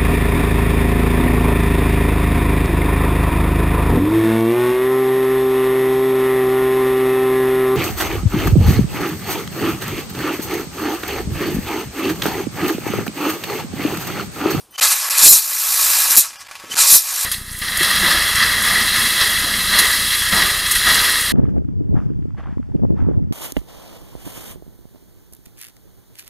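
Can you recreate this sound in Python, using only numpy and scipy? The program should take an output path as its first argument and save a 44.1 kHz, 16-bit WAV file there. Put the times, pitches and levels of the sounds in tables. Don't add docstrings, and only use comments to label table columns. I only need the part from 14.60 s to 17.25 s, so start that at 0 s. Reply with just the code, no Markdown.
import sys
import numpy as np
from scipy import signal
from scipy.fft import rfft, irfft
from scipy.io import wavfile
from scipy.ndimage import uniform_filter1d

SR = 44100
rng = np.random.default_rng(int(sys.argv[2]) if len(sys.argv) > 2 else 0)


def linear_from_db(decibels):
    return 10 ** (np.asarray(decibels, float) / 20)


def waveform_to_disk(signal):
    frames = np.transpose(np.atleast_2d(signal))
    scaled = np.clip(frames, -1, 1) * 32767
    samples = np.round(scaled).astype(np.int16)
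    wavfile.write(sys.argv[1], SR, samples)


N = 116865

# start in seconds, end in seconds, mesh tones in dB, hum in dB before its
RUNS = [
    (0.787, 1.487, 14.5, -33.5),
    (2.423, 2.7, 8, -31),
]
# frequency in Hz, density in dB per Hz.
GEAR_FAST = [(1470, -35), (2500, 13), (2960, -8.5), (4360, -3), (6180, -4), (7090, -1), (10100, -1.5),
             (11900, 0.5), (15400, -13.5)]
GEAR_SLOW = [(1470, -44), (2500, 8), (3050, -13), (3360, -8.5), (12000, -13), (15400, -20)]
# frequency in Hz, width in Hz, lift in dB.
CASE = [(3960, 410, 4.5), (5890, 1140, 4), (7190, 320, 3.5), (8570, 1200, 2), (10100, 310, -1),
        (12570, 3000, 4)]
# frequency in Hz, density in dB per Hz.
CHASSIS = [(88, -58), (150, -34), (409, -24.5), (524, -15), (601, -10.5), (1100, -4.5), (1800, -4.5),
           (4000, -6.5), (5200, 10.5), (8800, -120)]
# frequency in Hz, width in Hz, lift in dB.
PANELS = [(930, 60, 5), (1110, 80, 8), (1300, 80, 3), (1660, 90, 6.5), (2000, 90, 3), (2420, 120, 4),
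          (2700, 150, 3), (3900, 150, 4)]


def evened(x):
    return x / np.sqrt(np.mean(x ** 2) + 1e-20)


def read(points, hz):
    f, value = np.transpose(points)
    return np.interp(np.log(hz + 1), np.log(f + 1), value)


def colour(x, points, rings, lo_hz, hi_hz):
    hz = np.fft.rfftfreq(N, 1 / SR)
    db = read(points, hz)
    db = db + sum(lift_db / (1 + (2 * (hz - f) / width) ** 2) for f, width, lift_db in rings)
    edges = 1 / np.sqrt((1 + (lo_hz / (hz + 1)) ** 12) * (1 + (hz / hi_hz) ** 12))
    return evened(irfft(rfft(x) * linear_from_db(db) * edges, N))


def drift(size):
    return evened(uniform_filter1d(uniform_filter1d(rng.standard_normal(N), size), size))


def knocks(events, lift_db, t60_s):
    t = np.arange(N) / SR
    return sum((t >= s) * linear_from_db(db + lift_db - 60 * np.maximum(t - s, 0) / t60_s) for s, db in events)


def steady(levels_db, lag_s=0):
    t, fade_s = np.arange(N) / SR, 0.053
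    gain = 0
    for run, db in zip(RUNS, levels_db):
        gain = gain + linear_from_db(db) * np.clip(np.minimum(t - run[0], run[1] + lag_s - t) / fade_s, 0, 1)
    return gain


def workshop_quiet():
    # frequency in Hz, density in dB per Hz.
    quiet = [(15, -55), (25, -4), (1060, -3), (2020, -16), (2700, -9), (12100, -24), (15000, -39)]
    floor = linear_from_db(-57) * colour(rng.standard_normal(N), quiet, [], 15, 14000)
    return floor + linear_from_db(-69.5) * colour(rng.standard_normal(N), [(20, 0), (100, 0)], [], 25, 123)


def workshop(x):
    t60_s = 0.083
    taps = np.zeros(SR // 2)
    at = np.arange(80, SR // 2 - 20, 20)
    signs = rng.choice([-1., 1.], len(at))
    taps[at + rng.integers(0, 20, len(at))] = signs * linear_from_db(-60 * at / SR / t60_s)
    return signal.fftconvolve(x, taps / np.linalg.norm(taps))[:N]


def fading_hiss(noise):
    # frequency in Hz, density in dB per Hz.
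    last_hiss = [(5000, -12), (7500, -12), (9000, 0), (11000, -7), (13000, -6), (15400, -20)]
    return knocks([(0, -44.5)], 0, t60_s=0.26) * colour(noise, last_hiss, [], 3000, 17000)


def hand_bumps(noise):
    # start in seconds, peak in dB.
    grips = [(0.029, -59), (0.089, -58), (0.193, -45), (0.579, -47), (1.291, -44.5), (1.504, -40),
             (2.038, -40.5), (2.069, -58), (2.1, -41), (2.141, -39), (2.173, -45)]
    # frequency in Hz, density in dB per Hz.
    dull = [(35, -35), (60, -7), (188, -8.5), (441, -3), (700, -13), (910, -45), (1540, -120)]
    envelope = uniform_filter1d(knocks(grips, 2, t60_s=0.13), size=300)
    return envelope * colour(noise, dull, [], 50, 860)


def thuds():
    # centre in seconds, peak in dB.
    pushes = np.array([(.587, -25), (.632, -21), (.657, -21.5), (0.668, -18), (0.68, -17), (.696, -28),
                       (.714, -22), (.736, -31), (.76, -33), (1.512, -32), (1.579, -20), (1.594, -25.5),
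                       (2.302, -39), (2.328, -21), (2.349, -23), (2.36, -23)])
    width_s = .0003
    u = (np.arange(N) / SR - pushes[:, :1]) / width_s
    signs = rng.choice([-1., 1.], (len(pushes), 1))
    return (signs * linear_from_db(pushes[:, 1:]) * np.exp(-u ** 2 / 2)).sum(axis=0)


def whistles():
    # start in seconds, end in seconds, frequency in Hz, level in dB.
    narrow_tones = [(.682, .722, 3908, -30), (.682, .722, 4086, -29), (.682, .722, 4285, -27),
                    (.682, .722, 5028, -29), (.682, .722, 5249, -27), (.682, .722, 5825, -25),
                    (.64, .695, 7250, -20), (2.108, 2.147, 6088, -38), (2.108, 2.13, 12176, -42),
                    (2.41, 2.7, 4445, -41), (2.42, 2.7, 8059, -43)]
    t, out = np.arange(N) / SR, np.zeros(N)
    for start, end, hz, db in narrow_tones:
        on = np.clip(np.minimum(t - start, end - t) / .008, 0, 1)
        level = linear_from_db(db + 3 + 2.5 * drift(size=400))
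        phase = 2 * np.pi * np.cumsum(hz * (1 + .0015 * drift(size=1500))) / SR
        out += on * level * np.sin(phase)
    return out


def whine():
    # start in seconds, end in seconds, start level in dB, end level in dB, start duty 0-1, fade in seconds.
    take_ups = [
        (.108, .168, -50, -44, 0, .0005),
        (.178, .2, -38, -36, 1, .002),
        (2.1, 2.13, -41, -35, 1, .01),
    ]
    # multiple of the switching tone, level in dB.
    narrow = [(1, -18), (2, -12), (3, 1), (4, 2), (5, -1)]
    wide = [(1, 3), (2, -2), (3, -9), (4, -7), (5, -14)]
    switching_hz, rough_db = 3044, 1.2
    t, out = np.arange(N) / SR, np.zeros(N)
    for start, end, from_db, to_db, duty, fade_s in take_ups:
        u = np.clip((t - start) / (end - start), 0, 1)
        on = np.clip(np.minimum(t - start, end - t) / fade_s, 0, 1) * linear_from_db(from_db + u * (to_db - from_db))
        widening = duty + (1.5 - duty) * u
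        for (k, a_db), (_, b_db) in zip(narrow, wide):
            wobble_db = rough_db * (1.5 + 2 * duty) * drift(size=150)
            level = linear_from_db(a_db + widening * (b_db - a_db) + wobble_db)
            out += on * level * np.sin(2 * np.pi * round(k) * switching_hz * t)
    return out


def slack_teeth(noise):
    # start in seconds, peak in dB.
    coast_knocks = [(1.705, -33), (1.731, -30.5), (1.757, -31.5), (1.868, -34), (1.886, -37),
                    (1.912, -26.5), (1.954, -26.5), (1.998, -31), (2.027, -39), (2.046, -33.5)]
    # start in seconds, peak in dB.
    snaps = [(.179, -27), (.5073, -13), (.76, -12), (1.508, -14), (1.556, -11), (1.565, -10), (2.272, -12)]
    ringing = colour(noise, CHASSIS, PANELS, 390, 3100)
    ringing = ringing + linear_from_db(-3) * colour(noise, GEAR_SLOW, [], 3200, 17000)
    envelope = knocks(coast_knocks, -9, t60_s=0.093) + knocks(coast_knocks, -13, t60_s=.012)
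    return envelope * ringing + knocks(snaps, 0, t60_s=.04) * colour(noise, GEAR_FAST, CASE, 3500, 17000)


def chatter():
    contacts_per_s, spread_db, contact_share, shaft_hz = 5000, 3.5, 0.35, 57.1
    hits = (rng.random(N) < contacts_per_s / SR) * rng.choice([-1., 1.], N)
    hits = hits * linear_from_db(spread_db * np.minimum(rng.exponential(1, N), 5))
    rub = contact_share * evened(hits) + (1 - contact_share) * rng.standard_normal(N)
    z = signal.stft(rub, nperseg=256)[2]
    patches = uniform_filter1d(rng.standard_normal(z.shape), size=6, axis=0)
    patches = evened(uniform_filter1d(patches, size=9, axis=1))
    x = signal.istft(z * linear_from_db(1.5 * patches), nperseg=256)[1][:N]
    throb = 1 + 0.17 * steady([0, 0]) * np.sin(2 * np.pi * shaft_hz * np.arange(N) / SR)
    return x * throb * linear_from_db(-0.5 * drift(size=300))


def effort():
    # time in seconds, gear hiss in dB, chassis share in dB.
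    first = [(0, -53, 2.5), (.08, -76, -17), (.13, -66, 13), (0.167, -39, -2.5), (0.181, -31.5, 3.5),
             (0.228, -11, -7.5), (.30, -16.5, -10.5), (.32, -11.5, -10.5), (0.346, -20, -9)]
    second = [(.49, -23.5, -4), (.51, -18.5, -7.5), (.565, -19.5, -4.5), (0.582, -9, -13.5),
              (.61, -13, -10), (0.645, -3.5, -19), (.685, -1.5, -31), (0.714, -1, -25), (0.75, -9, -23.5)]
    settle = [(0.78, -12.5, -21), (0.812, -21, -17), (.87, -23.5, -11.5), (.95, -22, -11.5)]
    held = [(1.05, -20, -10), (1.25, -15.5, -10.5), (1.41, -16, -8.5), (1.49, -18.5, -7.5),
            (1.512, -10, -15), (1.549, -19, -6.5), (1.573, -1, -21.5), (1.606, -11.5, -24),
            (1.65, -26, -7.5)]
    coast = [(1.72, -41, -6.5), (1.78, -48.5, 2), (1.815, -38.5, -1), (1.84, -51, 5.5), (2.09, -44.5, 2)]
    third = [(2.11, -32.5, -4.5), (2.149, -26, 0.5), (2.192, -12, -9), (2.22, -10, -14), (2.25, -14, -10),
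             (2.3, -9, -19), (2.335, -4.5, -24), (2.355, -5, -21), (2.38, -13, -22)]
    after = [(2.415, -23.5, -15.5), (2.5, -23.5, -9), (2.65, -20.5, -9)]
    s, hiss_db, share_db = np.transpose(np.concatenate([first, second, settle, held, coast, third, after]))
    t = np.arange(N) / SR
    return np.interp(t, s, hiss_db), np.interp(t, s, share_db)


def gear_hiss(teeth, hiss_db):
    # time in seconds, tilt in dB from 5 to 12 kHz.
    tilt = [(.18, -8), (.23, -5), (.45, 0.5), (.6, -2), (.67, -1.5), (.72, 3.5), (.85, -0.5), (1.45, -2.5),
            (1.58, 6), (1.68, -8.5), (2.13, -6.5), (2.19, -8), (2.36, 3.5), (2.45, -1)]
    slow_db, fast_db = -42, -22
    fast = np.clip((hiss_db - slow_db) / (fast_db - slow_db), 0, 1)
    hiss = fast * colour(teeth, GEAR_FAST, CASE, 3526, 20000)
    hiss = hiss + (1 - fast) * colour(teeth, GEAR_SLOW, [], 4740, 19000)
    low = signal.sosfiltfilt(signal.butter(2, 8500, fs=SR, output="sos"), hiss)
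    tilt_db = np.interp(np.arange(N) / SR, *np.transpose(tilt))
    return linear_from_db(-tilt_db / 2) * low + linear_from_db(tilt_db / 2) * (hiss - low)


def top_hiss(teeth):
    thin_db = [-7.5, -23]
    return steady(thin_db) * colour(teeth, GEAR_FAST, [], 17200, 22000)


def mesh_tones():
    # frequency in Hz, level in dB.
    comb = [(6002, -40), (7203, -38), (8355, -34), (10949, -37), (11237, -37), (11813, -34), (12101, -36),
            (12388, -35), (12965, -35), (13541, -38), (14118, -38), (14406, -36), (14694, -42),
            (14982, -43)]
    t, tones = np.arange(N) / SR, np.zeros(N)
    for hz, db in comb:
        level = linear_from_db(db + 2.1 * drift(size=1200)) * np.sqrt(2)
        tones += level * np.sin(2 * np.pi * (hz * t + rng.random()))
    return steady([run[2] for run in RUNS]) * tones


def motor_hum(hiss_db):
    # frequency in Hz, level in dB.
    partials = [(57.1, 0), (144.06, -13), (288.13, -12)]
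    t = np.arange(N) / SR
    hum = sum(linear_from_db(db) * np.sqrt(2) * np.sin(2 * np.pi * hz * t) for hz, db in partials)
    growth = linear_from_db(-15 + 1.8 * np.minimum(hiss_db + 14.5, 0))
    return growth * steady([run[3] for run in RUNS], lag_s=0.125) * hum


def drivetrain():
    hiss_db, share_db = effort()
    teeth = chatter()
    body = linear_from_db(share_db) * colour(chatter(), CHASSIS, PANELS, 60, 3900)
    gears = gear_hiss(teeth, hiss_db) + body + mesh_tones() + top_hiss(teeth)
    return linear_from_db(hiss_db) * gears + motor_hum(hiss_db)


def scene():
    noise = rng.standard_normal(N)
    handling = fading_hiss(noise) + hand_bumps(noise)
    car = handling + whistles() + whine() + slack_teeth(noise) + drivetrain()
    return np.tile(workshop_quiet() + linear_from_db(-10.5) * workshop(car) + thuds() + car, (2, 1))


def starve(x):
    # start in seconds, end in seconds, loss in dB.
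    thinned = [
        (.686, .72, -14),
        (1.771, 1.795, -6),
        (2.07, 2.096, -6),
    ]
    # start in seconds, end in seconds, low edge in Hz, high edge in Hz, loss in dB.
    lost_bands = [(.686, .71, 30, 3800, -12), (.71, .72, 1200, 3800, -10), (.686, .72, 4450, 4950, -18),
                  (.686, .72, 5320, 5740, -18), (.686, .72, 5900, 6440, -18), (.686, .72, 9900, 10300, -18),
                  (.686, .72, 10980, 11200, -15), (1.771, 1.795, 3500, 4500, -16),
                  (1.771, 1.795, 30, 520, -12), (1.773, 1.79, 1750, 2150, -10),
                  (1.771, 1.795, 6300, 6900, -12), (1.771, 1.795, 7900, 9000, -12),
                  (2.072, 2.092, 4700, 5300, -12)]
    hz, t, z = signal.stft(x, SR, nperseg=1024, noverlap=768)
    power = uniform_filter1d(abs(z) ** 2, size=7, axis=2)
    power = uniform_filter1d(power, size=2, axis=1)
    weak = power < uniform_filter1d(power, size=7, axis=1) * linear_from_db(2 * .3)

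    def during(start, end):
        return np.clip(np.minimum(t - start, end - t) * 200 + 1, 0, 1)

    loss_db = weak * sum(db * during(start, end) for start, end, db in thinned)
    for start, end, lo, hi, db in lost_bands:
        loss_db = loss_db + db * np.outer((hz > lo) & (hz < hi), during(start, end))
    kept = z * linear_from_db(loss_db)
    kept = kept * (np.linalg.norm(z, axis=1) / (np.linalg.norm(kept, axis=1) + 1e-12))[:, None]
    return signal.istft(kept, SR, nperseg=1024, noverlap=768)[1][:, :N]


def split():
    # centre in seconds, low edge in Hz, high edge in Hz, level in dB.
    wide_bands = [
        (1.328, 6300, 7600, -27),
        (2.349, 5700, 7600, -14.5),
        (2.349, 13800, 15150, -24),
    ]
    t, hz = np.arange(N) / SR, np.fft.rfftfreq(N, 1 / SR)
    noise, side, length_s = rfft(rng.standard_normal(N)), np.zeros(N), .046
    for s, lo, hi, db in wide_bands:
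        window = np.cos(np.pi * np.clip((t - s) / length_s, -.5, .5)) ** 2
        side += linear_from_db(db + 1) * window * evened(irfft(noise * (hz > lo) * (hz < hi), N))
    return np.array([side, -side])


def roll_off(x):
    return signal.sosfilt(signal.butter(12, 15560, fs=SR, output="sos"), x)


def record(dry):
    # start in seconds, hold in seconds, depth in dB.
    mutes = [(.1617, .0008, -14), (.1653, .0127, -26), (.2003, .0082, -28), (.4917, .0036, -21),
             (.5868, .0006, -24), (1.512, .0008, -14), (1.561, .002, -18), (1.568, .0005, -16),
             (1.8435, .001, -10), (1.8765, .004, -16), (2.0495, .001, -8), (2.1455, .0066, -21),
             (2.1578, .0008, -18), (2.1637, .0008, -20), (2.17, .0005, -14)]
    recover_s, edge_hz = 0.0043, 15330
    t, gain = np.arange(N) / SR, np.ones(N)
    for start, hold, depth_db in mutes:
        back = np.clip((t - start - hold) / recover_s, 0, 1)
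        gain = np.where(t >= start, gain * (linear_from_db(depth_db) + (1 - linear_from_db(depth_db)) * back), gain)
    self_noise = linear_from_db(-60) * rng.standard_normal(N)
    x = np.clip(dry * uniform_filter1d(gain, size=8) * linear_from_db(0.5) + self_noise, -1, 1)
    band_limit = signal.firwin(1535, edge_hz, window=("kaiser", 9), fs=SR)
    x = signal.oaconvolve(x, band_limit[None], "same")
    mix = linear_from_db(-.5) * starve(x) + split()
    return roll_off(mix)


dry = scene()
out = record(dry)
waveform_to_disk(out)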